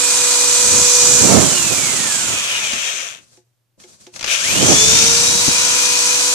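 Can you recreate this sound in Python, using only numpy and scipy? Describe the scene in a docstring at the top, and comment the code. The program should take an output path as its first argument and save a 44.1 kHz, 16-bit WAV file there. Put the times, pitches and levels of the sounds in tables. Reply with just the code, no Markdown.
"""In a metal duct, a cordless drill spins a vent brush on a flexible rod, close to the microphone.
It whines at full speed, winds down to a ticking stop, is shifted in the hand, stutters and speeds up again.
One turning shaft drives the whine, the gear rasp and the brush noise; knocks and scrapes are shaped noise.
Cooling air sweeps across the two microphone ports in gusts, twice strongly; a mains hum lies under it all."""
import sys
import numpy as np
from scipy import signal
from scipy.fft import rfft, irfft, next_fast_len
from scipy.io import wavfile
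from scipy.ndimage import uniform_filter1d, map_coordinates

SR = 44100
rng = np.random.default_rng(int(sys.argv[2]) if len(sys.argv) > 2 else 0)


def transcribe(signal):
    """Save signal, clipped to [-1, 1], as a 16-bit WAV file at the path in sys.argv[1]."""
    frames = np.atleast_2d(signal).T
    limited = np.clip(frames, -1, 1)
    pcm = np.round(limited * 32767).astype(np.int16)
    wavfile.write(sys.argv[1], SR, pcm)


N = 279594

TEETH = 8  # on the motor's gear
FULL_SPEED = 490  # turns per second
TOP_HZ = 14600  # nothing is heard above this
# Tone colours, from dull to bright: (frequency [Hz], relative level [dB])
# rasp of the gears in their housing
GEARBOX_COLOUR = [(200, -41), (400, -16), (680, -9), (900, -27), (1300, -7.5), (1900, -4.5), (2150, -3.5),
                  (2450, 2.5), (2800, 1.5), (3150, 1.5), (3800, -3.5), (4600, -23), (6000, -6.5),
                  (14000, -25)]
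# hiss of the bristles
HISS_COLOUR = [(2350, -25.5), (4000, -6), (4220, -7), (4740, -5.5), (5140, -6.5), (5690, -4), (6670, -3.5),
               (7550, -1.5), (8850, -6.5), (14300, -25)]
# hollow rush in the metal duct
DUCT_COLOUR = [(60, -34), (200, -11.5), (330, -12.5), (480, 0), (620, -2.5), (780, -0.5), (1000, 4.5),
               (1500, 2), (2200, -2.5), (4000, -37)]
# air rumbling on the microphone
AIR_COLOUR = [(15, -58), (30, -29), (60, -7.5), (100, 1), (150, 1.5), (200, 0), (350, -3.5), (450, -5.5),
              (600, -6.5), (1300, -22.5), (2500, -60)]
# How the drill moves in the hand:
# (time [s], gearbox gain [dB], hiss gain [dB], left minus right [dB], brightest part of the hiss [Hz])
HAND_MOVES = [(0, 1, 0, .5, 7760), (.45, -1.5, 1, 2, 7620), (.97, 0, 3.5, 0, 6380),
              (1.2, 0.5, 3.5, -1, 6820), (1.6, 0, 0.4, -1.5, 6890), (2.27, 1, 1, -1, 7100),
              (2.48, 5.5, -0.9, 4, 6600), (2.88, 6, 5, 9.5, 6820), (3.17, -1.5, 2.5, 9, 6800),
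              (4.37, 0.5, 1.5, 8.5, 6340), (4.58, 0.5, -1, 2, 6360), (4.72, 0.5, 4.5, 3.5, 6476),
              (4.93, 2, 4, 3.5, 6120), (5.35, -1, 0, 3, 5630), (5.75, 3, -.3, 4.5, 6210),
              (6.34, -0.5, -1, 3, 6300)]


def amp(db):
    """Decibels to gain."""
    return 10 ** (np.asarray(db) / 20)


def unit(x):
    """Scale so that the mean of the channels has an average strength (rms) of 1."""
    return x / np.sqrt(np.mean(np.atleast_2d(x).mean(0) ** 2) + 1e-20)


def along(points, hz):
    """Read a curve of (Hz, value) points, evenly spaced by pitch."""
    f, v = np.transpose(points)
    return np.interp(np.log(hz + 1), np.log(f + 1), v)


def curves(rows):
    """One value per sample for each column after the time."""
    s, *columns = np.transpose(rows)
    return [np.interp(np.arange(N) / SR, s, column) for column in columns]


def wobble(rate):
    """A smooth random curve that takes a new value `rate` times a second."""
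    values = rng.standard_normal(int(N * rate / SR) + 4)
    return map_coordinates(values, [np.arange(N) * rate / SR])


def filtered(x, response):
    """Change the strength of each frequency in x by response(Hz)."""
    m = next_fast_len(N + SR // 2)
    return irfft(rfft(x, m) * response(np.fft.rfftfreq(m, 1 / SR)), m)[..., :N]


def coloured(x, colour):
    """Give x a (Hz, dB) tone colour, at rms 1."""
    return unit(filtered(x, lambda hz: amp(along(colour, hz))))


def noise(alike):
    """White stereo noise, partly shared by both sides (0: not at all, 1: fully)."""
    share = np.clip(alike, 0, 1)
    common = np.sqrt(share) * rng.standard_normal(N)
    return common + np.sqrt(1 - share) * rng.standard_normal((2, N))


def pan(lean_db):
    """Left and right gains for a level difference (left minus right)."""
    gains = amp(np.array([[1], [-1]]) * lean_db / 2)
    return gains / np.sqrt(np.mean(gains ** 2, axis=0))


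def swell(s, rise, fall):
    """A smooth hump of height 1 at time s."""
    age = np.arange(N) / SR - s
    return np.exp(-(age / np.where(age < 0, rise, fall)) ** 2)


def burst(s, t60):
    """Envelope of a blow at time s: a quick rise, then a fall of 60 dB in t60 seconds."""
    age = np.maximum(np.arange(N) / SR - s, 0)
    return amp(-60 * np.minimum(age / t60, 5)) * (1 - np.exp(-age / 0.0007))


def at_ports(x, lag):
    """The further the drill is to the left, the later it reaches the right port (lag: s per dB)."""
    _, _, lean_db, _ = curves(HAND_MOVES)
    delay = lag * uniform_filter1d(lean_db, SR)
    return np.array([x[0], map_coordinates(x[1], [np.arange(N) - delay * SR])])


def shaft_speed():
    """Turns per second: full speed, a coast against friction and air drag, rest, and the run-up."""
    t = np.arange(N) / SR
    stop_s, friction = 3.2237, 173.75  # standstill (s), braking by friction (turns per s per s)
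    drag_speed = 380.2  # air drag brakes as hard as friction here (turns per s)
    coast = drag_speed * np.tan(friction / drag_speed * np.maximum(stop_s - t, 0))
    # the trigger is squeezed again
    restart_s, squeeze_s = 4.24, .252
    pull = np.clip((t - restart_s) / squeeze_s, 0, 1)
    # at full pull the motor closes in on its free speed, in a quick and a slow stage
    since = np.maximum(t - restart_s - squeeze_s, 0)
    free_speed = 493
    run_up = free_speed - 68 * np.exp(-since / .088) - 129 * np.exp(-since / .38)
    return np.minimum(coast, FULL_SPEED) + pull ** 1.27 * run_up


def airflow():
    """Strength of the cooling air at each port: the gusts add in power."""
    # gusts over the microphone:
    # (time [s], strength [dB], rise [s], fall [s], left minus right [dB])
    gusts = [(.19, -45, 0.074, 0.052, 18), (.5, -49, 0.15, 0.24, 9), (.75, -29, 0.1, 0.11, 10),
             (1.12, -28, 0.12, 0.077, -12), (1.35, -12.8, .13, .13, -32), (1.7, -30.5, 0.3, 0.43, -11.5),
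             (2.28, -35.5, .07, 0.13, 8), (2.6, -49, .2, 0.19, 2.5), (4.521, -32.5, 0.067, 0.12, 9.5),
             (4.69, -15.5, 0.1, 0.076, -13), (4.9, -28.5, 0.24, 0.36, 13), (5.33, -32.5, 0.12, 0.1, 20),
             (5.55, -44, 0.39, .55, 30)]
    power = sum((amp(db) * pan(lean_db) * swell(s, rise, fall)) ** 2 for s, db, rise, fall, lean_db in gusts)
    return np.sqrt(power)


def overtone(turns, order, flutter_db, drift, apart=0):
    """One multiple of the shaft, `apart` radians apart at the two ports; strength and phase wander."""
    size = amp(flutter_db * (wobble(20) + np.array([wobble(60), wobble(60)])) / 2)
    wander = drift * (wobble(12) + np.array([wobble(6), wobble(5)]) / 2)
    phase = 2 * np.pi * order * turns + wander
    return np.sqrt(2) * size * np.sin(phase - apart * np.array([[0], [1]]))


def tooth_strikes(speed, turns, decay, scatter_db, rub):
    """Each tooth gives a short burst: single ticks when slow, a smooth rasp when fast."""
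    tooth = TEETH * turns
    age = (tooth % 1) / (TEETH * speed + 1e-6)
    size = amp(scatter_db * rng.standard_normal(N))[tooth.astype(int)]
    gate = rub + size * np.exp(-age / decay) * (speed > 1)
    # keep the loudness even over about 1/25 s
    return gate / np.sqrt(np.abs(uniform_filter1d(gate ** 2, SR // 25)))


def shaft_rattle(turns, pace):
    """The shaft rattles at whole multiples of its turning rate, strongest at full speed."""
    # (multiple of the shaft [1], level at full speed before tone colouring [dB])
    multiples = [(2, -22), (3, -26), (4, -29), (5, -22), (6, -25), (7, -29), (9, -29), (10, -27), (12, -23),
                 (13, -26), (15, -27), (16, -25), (18, -31)]
    return pace ** 3 * sum(amp(db) * overtone(turns, order, flutter_db=3, drift=.45) for order, db in multiples)


def gear_mesh(speed, turns):
    """Meshing gears sing at multiples of the shaft, standing out where the housing resonates."""
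    # (multiple of the shaft [1], level before tone colouring [dB])
    multiples = [(16, -24), (18.9, -24), (21.3, -24), (24, -21), (32, -21.5), (41, -22), (48, -22.5),
                 (56, -24)]
    tones = sum(amp(db) * overtone(turns, order, flutter_db=5, drift=1.6, apart=1) for order, db in multiples)
    mesh = np.clip(speed / 60, 0, 1) * tones
    return filtered(mesh, lambda hz: amp(along(GEARBOX_COLOUR, hz)))


def brightened(x, width_hz):
    """A broad treble emphasis that slides and grows or shrinks as the drill turns in the hand."""
    hz, t, z = signal.stft(x, SR, nperseg=512)
    s, _, aim_db, _, bright_hz = np.transpose(HAND_MOVES)
    centre = np.interp(t, s, bright_hz)
    lift_db = 3 + np.interp(t, s, aim_db)
    lift = amp(lift_db * np.exp(-((hz[:, None] - centre) / width_hz) ** 2))
    # the emphasis changes the colour, not the loudness
    power = np.mean(np.abs(z) ** 2, axis=(0, 2))
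    return unit(signal.istft(z * lift / np.sqrt(power @ lift ** 2), SR, nperseg=512)[1][:, :N])


def tooth_whine(speed, turns, pace, strain, facing):
    """The passing teeth whine, and whistle at five times that pitch; load and air change the whine."""
    # (speed [turns per s], whine before load and air [dB], whistle at five times its pitch [dB])
    whine_levels = [(0, -85, -85), (40, -58, -49), (105, -50, -46), (150, -43, -41), (191, -33, -25),
                    (250, -33.5, -41), (400, -28.5, -40), (460, -31, -65), (490, -34, -75)]
    speeds, *tones = np.transpose(whine_levels)
    whine_db, whistle_db = [np.interp(speed, speeds, db) for db in tones]
    # louder under load, softer while the air vent faces the microphone
    whine_db = whine_db + 11 * strain * pace ** 2 - 12 * facing ** 2
    whine = amp(whine_db) * overtone(turns, TEETH, flutter_db=2.5, drift=.5, apart=1.2)
    whistle = amp(whistle_db) * overtone(turns, 5 * TEETH, flutter_db=3, drift=.8, apart=.8)
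    return whine + whistle * (speed * 5 * TEETH < TOP_HZ)


def drill():
    """One shaft drives whine, gear rasp and brush scrubbing; speed, strain and pose set their levels."""
    speed = shaft_speed()
    turns = np.cumsum(speed * (1 + .001 * wobble(25) + .0005 * wobble(4))) / SR
    near_db, aim_db, lean_db, _ = curves(HAND_MOVES)
    pace = speed / FULL_SPEED
    octaves = np.log2(pace + 1e-6)
    # speeding up loads the gears (80: turns per s per s)
    strain = np.tanh(np.maximum(np.gradient(speed) * SR, 0) / 80)
    # how squarely the air vent faces the microphone, 0 to 1
    air = airflow().sum(0)
    facing = air / air.max()
    # gears and bristles clatter as the brush breaks loose
    kick = swell(4.315, rise=.06, fall=.035)

    # base level (dB), growth per doubling of speed (dB), then the other influences
    gear_db = -28 + 0.68 * octaves + near_db + 5.5 * strain + 6 * kick
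    hiss_db = -16.5 + 4.5 * octaves + aim_db + 8.5 * kick
    duct_db = -31 + 2.5 * octaves + 5.5 * facing
    rotor_db = -33 + 15 * octaves + 1.8 * aim_db

    strikes = tooth_strikes(speed, turns, decay=0.0015, scatter_db=1.5, rub=0.25)
    rattle = shaft_rattle(turns, pace)
    rasp = strikes * noise(0.27) + rattle + gear_mesh(speed, turns)
    gears = amp(gear_db) * amp(wobble(11) / 2 ) * coloured(rasp, GEARBOX_COLOUR)
    scrub = coloured(strikes * noise(0.066) + rattle, HISS_COLOUR)
    hiss = amp(hiss_db) * brightened(scrub, width_hz=1500)
    duct = amp(duct_db) * coloured(np.sqrt(strikes) * noise(0.77) + rattle, DUCT_COLOUR)
    # unbalance of the rotor, and of a slower planet gear that only sounds near full speed
    rotor = amp(rotor_db) * overtone(turns, 1, flutter_db=1.1, drift=.1)
    planet = amp(-44) * pace ** 8 * overtone(turns, .59, flutter_db=1.2, drift=.2)

    # the geared-down chuck loads the motor once and twice per turn
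    chuck = 2 * np.pi * turns / 16.6
    load = amp(0.37 * np.sin(chuck) + 0.84 * np.sin(2 * chuck) + 0.26 * wobble(40))
    # all but the rotor and planet gear fade near standstill: half as strong at 9.4 turns per s
    moving = speed ** 2 / (speed ** 2 + 9.4 ** 2)
    gain = moving * load * pan(lean_db)
    whine = tooth_whine(speed, turns, pace, strain, facing)
    return at_ports(gain * (gears + hiss + duct) + rotor + planet, lag=.000047) + gain * whine


def draught():
    """Air from the motor fan buffets each port on its own, over a faint stir that follows the fan's speed."""
    stir = amp(-55) * (shaft_speed() / FULL_SPEED) ** .12
    quick = 2.2 * np.array([wobble(50), wobble(50)])
    slow = 0.51 * np.array([wobble(12), wobble(16)])
    lumps = amp(quick + slow) * coloured(noise(0.033), AIR_COLOUR)
    return (airflow() + stir) * unit(lumps)


def room_tone():
    """Still air as faint noise, and a mains hum as one steady low tone."""
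    # colour of the still air: (frequency [Hz], relative level [dB])
    still_colour = [(15, -41), (25, -15), (27, -25), (85, -28), (102, -11), (126, -11), (182, -27),
                    (382, -26), (1360, -34), (14000, -38.5)]
    mains = amp(-67.5) * np.sin(2 * np.pi * 119 * np.arange(N) / SR)
    still_air = amp(-72) * coloured(noise(.4), still_colour)
    return mains + still_air


def walls(x):
    """A short tail from the nearby cabinet and walls: x smeared by fading noise."""
    # how long the tail takes to fall 60 dB: (frequency [Hz], time [s])
    tail_times = [(200, 0.22), (2000, 0.26), (10000, 0.21)]
    hz, t, z = signal.stft(rng.standard_normal((2, SR // 3)), SR, nperseg=256)
    fade = amp(-60 * t / along(tail_times, hz)[:, None])
    tail = signal.istft(z * fade, SR, nperseg=256)[1]
    return signal.fftconvolve(x, tail / np.linalg.norm(tail[0]), axes=1)[:, :N]


def bumps():
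    """The brush bumps softly in the duct: short bursts of dull noise."""
    # (time [s], level before a 2 dB cut [dB])
    bump_list = [(2.729, -30), (2.75, -34), (3.778, -50), (5.48, -15.5)]
    thud = coloured(noise(0.41), [(40, -20.5), (120, -2.0), (250, -3), (500, -12.5), (1500, -36), (5000, -71.5)])
    return thud * sum(amp(db - 2.0) * burst(s, t60=.11) for s, db in bump_list)


def crack():
    """Bright noise for hard knocks."""
    return coloured(noise(.2), [(200, -12.0), (900, -11), (2600, -4), (4500, -8.5), (6000, -4.5),
                                (10000, -20.0), (14000, -33)])


def taps():
    """The rod taps the duct: a crack of noise, then a brief ring of a few tones."""
    # (time [s], level before a 3.5 dB cut [dB], ring against the uncut tap, before a 2 dB lift [dB])
    tap_list = [(2.7321, -14.5, -35), (3.3712, -46.5, -4), (3.7994, -40, -33), (3.8367, -37.5, -7),
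                (4.066, -34, -7.5)]
    # tones of the rod: (frequency [Hz], relative level [dB], unused [s])
    rod_tones = [(266, -11, 0.18), (360, 5.5, 0.17), (503, -4.5, 0.28), (705, -8, 0.15), (850, -10, 0.97)]
    t = np.arange(N) / SR
    knock = crack() * sum(amp(db - 3.5) * burst(s, t60=0.045) for s, db, _ in tap_list)
    ring = unit(sum(amp(db) * np.sin(2 * np.pi * hz * t) for hz, db, _ in rod_tones))
    rings = ring * sum(amp(db + ring_db + 2) * burst(s + 0.005, t60=0.12) for s, db, ring_db in tap_list)
    return knock + rings


def scrapes():
    """Bristles drag on the duct wall while the motor rests; the housing and the duct answer faintly."""
    # (time [s], level [dB], rise [s], fall [s])
    strokes = [(3.22, -57, .05, .05), (3.34, -56, 0.065, .05), (3.48, -79, .06, .1),
               (3.815, -50, 0.021, 0.036), (3.9, -49.5, .05, 0.065), (4.02, -49.5, .025, .06),
               (4.165, -38, .025, .03)]
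    stroke = sum(amp(db) * swell(s, rise, fall) for s, db, rise, fall in strokes)
    bristles = coloured(noise(.06), HISS_COLOUR) + amp(-12.5) * coloured(noise(.24), GEARBOX_COLOUR)
    body = amp(-11) * coloured(noise(.6), DUCT_COLOUR) + amp(-8.5) * coloured(noise(.3), AIR_COLOUR)
    heard = at_ports(bristles + body, lag=.000045)
    return stroke * amp(1.5 * wobble(60)) * pan(4.5) * heard


def jerks():
    """The gears take up the load in jerks: short cracks of noise, stronger on the left."""
    # (time [s], level before a 5.5 dB cut and the side gains [dB])
    jerk_list = [(4.139, -32), (4.1603, -22.5), (4.1922, -21.5), (4.209, -16), (4.227, -15.5),
                 (4.2416, -9.5), (4.261, -17.5), (4.277, -12.5)]
    cracks = crack() * sum(amp(db - 5.5) * burst(s, t60=0.047) for s, db in jerk_list)
    return cracks * amp([[2.5], [-4]])


def scene():
    """The drill, its knocks and scrapes in a small room, with air on the microphone."""
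    work = drill() + bumps() + taps() + scrapes() + jerks()
    return work + amp(-8.0) * walls(work) + draught() + room_tone()


def record(dry):
    """Each port adds its colour; peaks round off near full scale; nothing stays above the band limit."""
    # how the two ports differ: (frequency [Hz], left minus right [dB])
    port_lean = [(50, 8), (110, 2.5), (200, -0.5), (3500, -1), (5200, 3.5), (6200, 2.5), (7400, -10),
                 (9000, -7), (10300, -7), (11200, -2.5), (14000, -17.5)]
    heard = filtered(dry, lambda hz: pan(along(port_lean, hz)))
    rounded = heard / (1 + np.abs(heard) ** 8) ** (1 / 8)
    return filtered(rounded, lambda hz: hz < TOP_HZ)


dry = scene()
out = record(dry)
transcribe(out)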